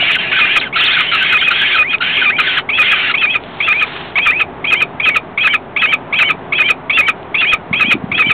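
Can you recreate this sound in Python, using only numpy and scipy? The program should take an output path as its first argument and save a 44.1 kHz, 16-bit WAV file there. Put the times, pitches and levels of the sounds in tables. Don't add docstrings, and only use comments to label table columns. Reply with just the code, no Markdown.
import sys
import numpy as np
from scipy import signal
from scipy.fft import rfft, irfft
from scipy.io import wavfile
from scipy.ndimage import uniform_filter1d

SR = 44100
rng = np.random.default_rng(int(sys.argv[2]) if len(sys.argv) > 2 else 0)


def to_wav(s):
    ch = np.atleast_2d(s).T
    pcm = np.round(np.clip(ch, -1, 1) * 32767)
    wavfile.write(sys.argv[1], SR, pcm.astype(np.int16))


def amplitude_ratio(level_db):
    exponent = np.asarray(level_db, float) / 20
    return 10 ** exponent


N = 367353

# frequency [Hz], density [dB per Hz].
TOWN_COLOUR = [(20, -31.5), (60, -12), (172, -3.5), (215, -8.5), (260, -2), (320, -9), (375, -2),
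               (510, -10.5), (660, -5), (900, -7), (1300, -12.5), (2000, -18.5), (4000, -31)]
# time [s], level [dB].
GUST_LEVEL = [
    (7.68, -50),
    (7.72, -31),
    (7.8, -36),
    (7.96, -31.5),
    (8.06, -33),
    (8.18, -36.5),
    (8.28, -33.5),
    (8.34, -36),
]
# time [s], peak [dB], frequency [Hz].
THUMPS = [(7.715, -10.5, 180), (7.738, -18, 200), (7.85, -14, 236), (7.886, -14, 258), (7.945, -12.5, 200),
          (7.954, -9, 308), (7.968, -14, 222), (8.043, -9, 189), (8.101, -17, 218), (8.127, -21, 120),
          (.028, -14, 674), (4.182, -18, 738), (8.27, -11.5, 218), (8.293, -16, 148)]
# time [s], level [dB].
RUSTLE_LEVEL = [
    (3.4, -44),
    (3.44, -38),
    (3.86, -28),
    (3.95, -26),
    (4.17, -39),
    (4.19, -12.5),
    (4.21, -52),
]
# time [s], peak [dB].
TICKS = [
    (1.984, -20),
    (3.4381, -23),
    (7.2306, -30),
]

# centre
# [Hz], # width [Hz], gain [dB].
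THROAT = [
    (1400, 1200, -0.5),
    (2485, 1040, 14),
    (3150, 1500, -10),
    (3850, 2400, 0.5),
    (4325, 120, -11.5),
]
# start [s], length [s], first level [dB], last level [dB].
SCREECHES = [(0, 0.173, -14.5, -12.5), (0.185, .14, -17.5, -21), (0.314, 0.281, -14, -16.5),
             (0.61, 0.089, -12.5, -38.5), (0.756, 0.2693, -14, -11.5), (1.015, 0.1, -14.5, -23.5),
             (1.113, .245, -11.5, -15.5), (1.41, 0.11, -10.5, -34.5), (1.501, .265, -14.5, -13.5),
             (1.904, 0.022, -23, -21), (2.01, .235, -15, -15), (2.39, 0.2153, -15.5, -13),
             (2.812, 0.313, -14.5, -13), (7.414, 0.011, -8.5, -29)]
# mean pitch [Hz], level [dB].
MEMBRANES = [
    (1600, -7.5),
    (2350, -3.5),
    (3050, -2.5),
]
# start [s], length [s], first pitch [Hz], last pitch [Hz], level [dB].
CROAKS = [(.15, .025, 1720, 1377, -25), (.327, .02, 1407, 1484, -23), (0.36, .04, 1642, 1359, -24),
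          (0.646, 0.036, 1745, 1447, -32), (0.757, .022, 1449, 1284, -21), (0.798, .035, 1137, 1584, -27),
          (0.965, 0.018, 1613, 1304, -17), (1.115, .049, 1445, 1194, -23.5),
          (1.206, .036, 1552, 1517, -22.5), (1.323, 0.023, 1509, 1390, -19.5),
          (1.417, .02, 1512, 1366, -23), (1.505, .029, 1400, 1485, -19), (1.612, 0.032, 1650, 1580, -21),
          (1.741, .032, 1637, 1298, -20.5), (2.004, .03, 1312, 1480, -21), (2.212, .026, 1674, 1380, -19.5),
          (2.383, .023, 1440, 1283, -20), (2.467, 0.024, 1750, 1473, -22.5),
          (2.567, 0.02536, 1793, 1306, -20), (2.911, .03, 1688, 1662, -22), (3.092, .03, 1450, 1300, -23)]
# multiple of the pitch [1], level [dB].
CROAK_HARMONICS = [
    (1, 6.5),
    (2, -0.5),
    (3, 4),
]
# time [s], pitch [Hz], level [dB].
WAVERS = [
    [(0, 3040, -17), (.016, 2850, -8), (.05, 3500, -21.5), (.086, 2613, -27.5), (.13, 3610, -24.5),
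     (.158, 2003, -8)],
    [(.175, 3027, -31), (.19, 3150, -21), (.25, 2780, -27), (.28, 2850, -30), (.3, 2850, -22)],
    [(.595, 4160, -9), (.615, 2960, -26), (.645, 2010, -17)],
    [(.745, 2800, -25.5), (.795, 3850, -16.5), (.83, 2986, -14), (.862, 3775, -13.5), (.89, 2925, -15.5),
     (.935, 3863, -18.5), (.978, 2885, -16.5)],
    [(.978, 2950, -25.5), (1.012, 3470, -22.5), (1.052, 2766, -22), (1.09, 3050, -17), (1.118, 2800, -24.5)],
    [(1.365, 2850, -21), (1.397, 3720, -18.5), (1.42, 2550, -18.5)],
    [(1.51, 2850, -23), (1.552, 3300, -19.5), (1.6, 3150, -23), (1.66, 2360, -22.5), (1.7, 3050, -16)],
    [(2.125, 3130, -22), (2.19, 3300, -18.5), (2.2, 3260, -28.5)],
    [(4.181, 1988, -11), (4.205, 2323, -14.5)],
]

# start [s], length [s], level [dB], pitch the next low arc climbs to [Hz].
CHIPS = [(-.15, .02, -24, 2500), (.318, .018, -19, 2475), (0.726, .022, -24.5, 2602),
         (1.244, .025, -20, 2528), (1.705, 0.015, -20.5, 2480), (2.167, .02, -20.5, 2454),
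         (2.689, .02, -17, 2620), (3.139, .02, -17, 2612), (3.602, 0.014, -16.5, 2648),
         (4.155, 0.034, -15.5, 2536), (4.642, .016, -18.5, 2492), (4.998, 0.012, -16.5, 2495),
         (5.375, 0.015, -16, 2500), (5.762, 0.017, -16.5, 2550), (6.125, 0.022, -16.5, 2522),
         (6.522, .017, -17, 2557), (6.896, 0.018, -15, 2710), (7.343, 0.017, -15, 2743),
         (7.728, .02, -16, 2558), (8.115, 0.016, -16.5, 2578)]
# start, middle, end [Hz].
CHIP_HZ = (1084.4, 1158, 1388)
# start [s], length [s], level [dB], last pitch [Hz], length of the high arc before it [s].
LONG_YELPS = [(-.07, 0.02, -12, 1200, .03), (0.405, .054, -13.5, 1212, 0.024),
              (0.875, .03, -20, 1280, 0.017), (1.337, 0.042, -13.5, 1236, 0.032),
              (1.783, .05, -12.5, 1231, .04), (2.252, .056, -13, 1334, .03), (2.787, .048, -13, 1241, .046),
              (3.226, .034, -12, 1227, 0.042), (3.679, .053, -13, 1341, 0.046),
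              (4.265, .052, -12.5, 1392, 0.038), (4.716, .032, -11, 1202, 0.037),
              (5.062, .036, -11, 1190, 0.023), (5.443, .038, -11, 1184, 0.028),
              (5.828, .034, -11, 1180, .028), (6.201, .035, -10, 1157, 0.035),
              (6.593, .032, -10.5, 1290, 0.036), (6.981, .033, -9, 1250, .045),
              (7.42, 0.032, -15.5, 1301, 0.029), (7.803, .035, -10.5, 1166, 0.037),
              (8.19, .04, -10.5, 1180, .035)]
# start [s], level [dB], low arc first pitch [Hz], low arc last pitch [Hz],
# length of the high arc [s].
LAST_YELPS = [(0.099, -15.5, 2250, 2267, 0.019), (.565, -12.5, 1800, 2510, .06),
              (.999, -17, 1993, 2422, 0.033), (1.475, -11, 2000, 2500, 0.069),
              (1.936, -14, 1750, 2477, 0.035), (2.396, -12.5, 1746, 2425, 0.021),
              (2.929, -13.5, 1940, 2500, .02), (3.35, -13.5, 2150, 2560, 0.043),
              (3.82, -12, 2067, 2460, .016), (4.407, -11, 1825, 2577, 0.00041),
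              (4.816, -10.5, 1990, 2353, .05), (5.159, -10, 2203, 2192, 0.00083),
              (5.542, -12.5, 2120, 2273, .034), (5.929, -10.5, 2100, 2300, 0.049),
              (6.298, -12, 2250, 2185, 0.053), (6.698, -10, 2050, 2380, .05),
              (7.086, -11.5, 2150, 2244, 0.011), (7.529, -9.5, 2150, 2464, .054),
              (7.918, -10.5, 2167, 2480, 0.062), (8.304, -11, 2246, 2300, .036)]
# multiple of the pitch [1], level [dB].
YELP_HARMONICS = [
    (1, -9),
    (2, 4.5),
    (3, -13),
    (4, -22.5),
]

LONG_START_HZ, LONG_SAG_HZ_PER_S, LONG_SAG = 1300.5, 1900, .25
LONG_HOLD_DB = -1.5
LAST_S, LAST_HZ = 0.02614, (1280, 1224.4, 1086.5)
FIRST_LOW_HZ = 2150
LOW_DB, LOW_BEND, LOW_ARCH_HZ = -18, .75, 60
LOW_DIVE_S, HIGH_DIVE_S = .006, .009
HIGH_DB, HIGH_RISE_PER_S, HIGH_MIDDLE, HIGH_END = -22, 2.5, 1, 0.95
HIGH_TOP_HZ, HIGH_FOLLOWS = (3300, 3294), 0.71
ARC_FOLLOWS = .6
DIVE_LEAD_S, DIVE_LANDS_S, CLIMB_S = .005, .005, .011


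def level(x, db):
    return x * amplitude_ratio(db) / np.sqrt(np.mean(x ** 2))


def band(x, hz, width):
    edges = [hz - width / 2, hz + width / 2]
    return signal.sosfilt(signal.butter(1, edges, "bandpass", fs=SR, output="sos"), x)


def walk(rate):
    hold = int(SR / rate)
    steps = np.repeat(rng.standard_normal(N // hold + 1), hold)
    return 1.3 * uniform_filter1d(uniform_filter1d(steps, hold), hold)[:N]


def curve(table):
    s, db = np.transpose(table)
    return amplitude_ratio(np.interp(np.arange(N) / SR, s, db, left=-120, right=-120))


def town():
    hz, db = np.transpose(TOWN_COLOUR)
    colour = amplitude_ratio(np.interp(np.log(np.fft.rfftfreq(N, 1 / SR) + 1), np.log(hz), db))
    hum = irfft(rfft(rng.standard_normal(N)) * colour, N)
    return level(hum * amplitude_ratio(0.56 * walk(2.6)), -29.5)


def gust():
    rumble = band(band(rng.standard_normal(N), 220, 260), 220, 260)
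    return level(rumble * amplitude_ratio(3.0 * walk(30)), 0) * curve(GUST_LEVEL)


def thumps():
    out, t = np.zeros(N + 4000), np.arange(-1000, 1000) / SR
    for s, db, hz in THUMPS:
        cycles = np.clip(hz / 300, .7, 3)
        knock = np.cos(2 * np.pi * hz * t) * np.exp(-(t * hz / cycles) ** 2)
        out[int(s * SR):][:len(t)] += amplitude_ratio(db) * knock
    return out[len(t) // 2:][:N]


def rustle():
    grains = rng.standard_normal(N) * amplitude_ratio(1.7 * walk(150))
    return level(band(grains, 3100, 4300), 3.4) * curve(RUSTLE_LEVEL)


def ticks():
    out = np.zeros(N)
    for s, db in TICKS:
        out[int(s * SR)] = amplitude_ratio(db + 27.5)
    return band(band(out, 3200, 2000), 3200, 2000)


def throat(x):
    y = sum((-1) ** k * amplitude_ratio(db) * band(x, hz, width) for k, (hz, width, db) in enumerate(THROAT))
    return signal.sosfilt(signal.butter(4, 1200, "highpass", fs=SR, output="sos"), y)


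def sing(notes, harmonics, jitter, shimmer_db, rise_s, fall_s):
    out, wobble, shimmer = np.zeros(N), jitter * walk(450), amplitude_ratio(shimmer_db * walk(160))
    for s, length, first, middle, last, db in notes:
        i = np.arange(max(int(s * SR), 0), min(int((s + length) * SR), N))
        u = (i / SR - s) / length
        hz = first * (1 - u) * (1 - 2 * u) + 4 * middle * u * (1 - u) + last * u * (2 * u - 1)
        phase = 2 * np.pi * np.cumsum(hz * (1 + wobble[i])) / SR
        shape = np.clip(u * length / rise_s, 0, 1) * np.clip((1 - u) * length / fall_s, 0, 1)
        tone = sum(amplitude_ratio(g) * np.sin(k * phase) for k, g in harmonics)
        out[i] += amplitude_ratio(db + 4.0) * shape * shimmer[i] * tone
    return out


def screech():
    t, effort = np.arange(N) / SR, np.zeros(N)
    for s, length, start_db, end_db in SCREECHES:
        edge = np.clip(np.minimum((t - s) / 0.0047, (s + length - t) / 0.0081), 0, 1)
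        effort += edge * amplitude_ratio(start_db + (end_db - start_db) * np.clip((t - s) / length, 0, 1))
    rasp = level(throat(rng.standard_normal(N)), -6.0)
    for hz, db in MEMBRANES:
        pitch = hz * (1 + .11 * np.tanh(walk(24)) + .04 * walk(700))
        phase = 2 * np.pi * np.cumsum(pitch) / SR
        flutter = 1 + 0.57 * np.sin(2 * np.pi * np.cumsum(280 * (1 + .3 * walk(60))) / SR)
        rasp = rasp + level(np.sin(phase) * flutter * amplitude_ratio(2.5 * walk(70)), db - 7.5)
    croaks = [(s, length, a, (a + c) / 2, c, db) for s, length, a, c, db in CROAKS]
    return level(rasp, 0) * effort + sing(croaks, CROAK_HARMONICS, 0.0402, 1.3, 0.0063, 0.0057)


def wavering_whistle():
    out, rough, shimmer = np.zeros(N), .025 * walk(450), amplitude_ratio(2.5 * walk(160))
    for phrase in WAVERS:
        s, hz, db = np.transpose(phrase)
        i = np.arange(max(int(s[0] * SR), 0), int(s[-1] * SR))
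        place = np.interp(i / SR, s, np.arange(len(s)))
        eased = np.floor(place) + .5 - .5 * np.cos(np.pi * (place % 1))
        pitch = np.interp(eased, np.arange(len(s)), hz) * (1 + rough[i])
        edge = np.clip(np.minimum(i - i[0], i[-1] - i) / SR / 0.0036, 0, 1)
        gain = edge * amplitude_ratio(np.interp(i / SR, s, db) + 1.5) * shimmer[i]
        out[i] += gain * np.sin(2 * np.pi * np.cumsum(pitch) / SR)
    return out


def arcs_before(start, yelp, low_hz, top_hz, high_s, effort_db):
    first, last = low_hz
    middle = first + LOW_BEND * (last - first) + LOW_ARCH_HZ
    top = top_hz + HIGH_FOLLOWS * (last - 2500)
    high_db, high_s = (HIGH_DB + effort_db, high_s) if high_s else (-90, .01)
    high_first = (1 - HIGH_RISE_PER_S * high_s) * top
    return [(start, yelp - LOW_DIVE_S - start, first, middle, last, LOW_DB + effort_db),
            (yelp - HIGH_DIVE_S - high_s, high_s, high_first, HIGH_MIDDLE * top, HIGH_END * top, high_db)]


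def calls():
    chips, yelps, whistles = [], [], []
    for chip, long_yelp, last_yelp in zip(CHIPS, LONG_YELPS, LAST_YELPS):
        s, chip_s, chip_db, low_hz = chip
        s1, length, db1, end, high1 = long_yelp
        s2, db2, low_first, low_last, high2 = last_yelp
        effort_db = ARC_FOLLOWS * (chip_db + 17)
        chips.append((s, chip_s, *CHIP_HZ, chip_db))
        middle = LONG_START_HZ - LONG_SAG_HZ_PER_S * length - LONG_SAG * (end - LONG_START_HZ)
        yelps.append((s1, length, LONG_START_HZ, middle, end, db1 + LONG_HOLD_DB))
        yelps.append((s2, LAST_S, *LAST_HZ, db2))
        first_rise, second_rise = (FIRST_LOW_HZ, low_hz), (low_first, low_last)
        whistles += arcs_before(s + chip_s - .004, s1, first_rise, HIGH_TOP_HZ[0], high1, effort_db)
        whistles += arcs_before(s1 + length - .002, s2, second_rise, HIGH_TOP_HZ[1], high2, effort_db)
    return chips, yelps, whistles


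def slides(whistles, yelps, dive_db=-0.5, climb_db=-1.0):
    out = []
    for k, (s, length, first, _, last, db) in enumerate(whistles):
        start, _, low = yelps[k // 2][:3]
        wait, high = start - s - length, k % 2
        goal = low * (1 + high)
        dive_s = DIVE_LEAD_S + wait + DIVE_LANDS_S
        out.append((s + length - DIVE_LEAD_S, dive_s, last, .72 * last + .28 * goal, goal, db + dive_db))
        if not high:
            out.append((start - .005, .02, 1.1 * low, low, low, db - 2.5))
        if k % 4 == 2:
            left = yelps[k // 2 - 1][4]
            out.append((s + .004 - CLIMB_S, CLIMB_S, left, (first + left) / 2, first, db + climb_db))
    return out


def chitter():
    chips, held, whistles = calls()
    arcs = sing(whistles, [(1, 0.0041)], 0.016, 1.94, 0.0018, 0.0022)
    arcs = arcs + amplitude_ratio(8.5) * band(band(arcs ** 3, 4050, 500), 4050, 500)
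    yelps = sing(chips, YELP_HARMONICS, 0.0073, 1.1, 0.0028, 0.0036)
    yelps = yelps + sing(held[::2], YELP_HARMONICS, .014, 0.9, 0.0075, .007)
    yelps = yelps + sing(held[1::2], YELP_HARMONICS, .012, 0.94, 0.006, .018)
    glides = sing(slides(whistles, held), [(1, 0.76)], .035, 3.4, 0.0022, 0.0016)
    power = 0.13 * arcs ** 2 + 0.31 * yelps ** 2 + 4.4 * glides ** 2
    effort = np.sqrt(uniform_filter1d(power, size=200) + 1e-9)
    air = level(band(throat(rng.standard_normal(N)), 2000, 2300), -8.5)
    return arcs + yelps + glides + effort * air


def scene():
    birds = chitter() + wavering_whistle() + screech()
    t = np.arange(4000) / SR
    walls = rng.standard_normal(len(t)) * amplitude_ratio(-60 * t / 0.071) * (t > .002)
    wet = signal.fftconvolve(birds, walls / np.sqrt(np.sum(walls ** 2)))[:N]
    birds = birds + amplitude_ratio(-10.0) * wet
    return (birds + rustle() + ticks() + thumps() + gust() + town())[None]


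def low_pass(x):
    return signal.sosfilt(signal.butter(12, 15830, fs=SR, output="sos"), x)


def record(dry):
    knee = 3.19
    coarse = signal.resample_poly(dry, 80, 441, axis=1)
    coarse = coarse / (1 + np.abs(coarse / 0.7) ** knee) ** (1 / knee)
    fine = signal.resample_poly(coarse, 441, 80, axis=1)[:, :N]
    fine = signal.sosfiltfilt(signal.cheby2(14, 27, 4650, fs=SR, output="sos"), fine)
    fine = np.clip(fine, -.716, .716) - .0033
    return low_pass(fine)


dry = scene()
out = record(dry)
to_wav(out)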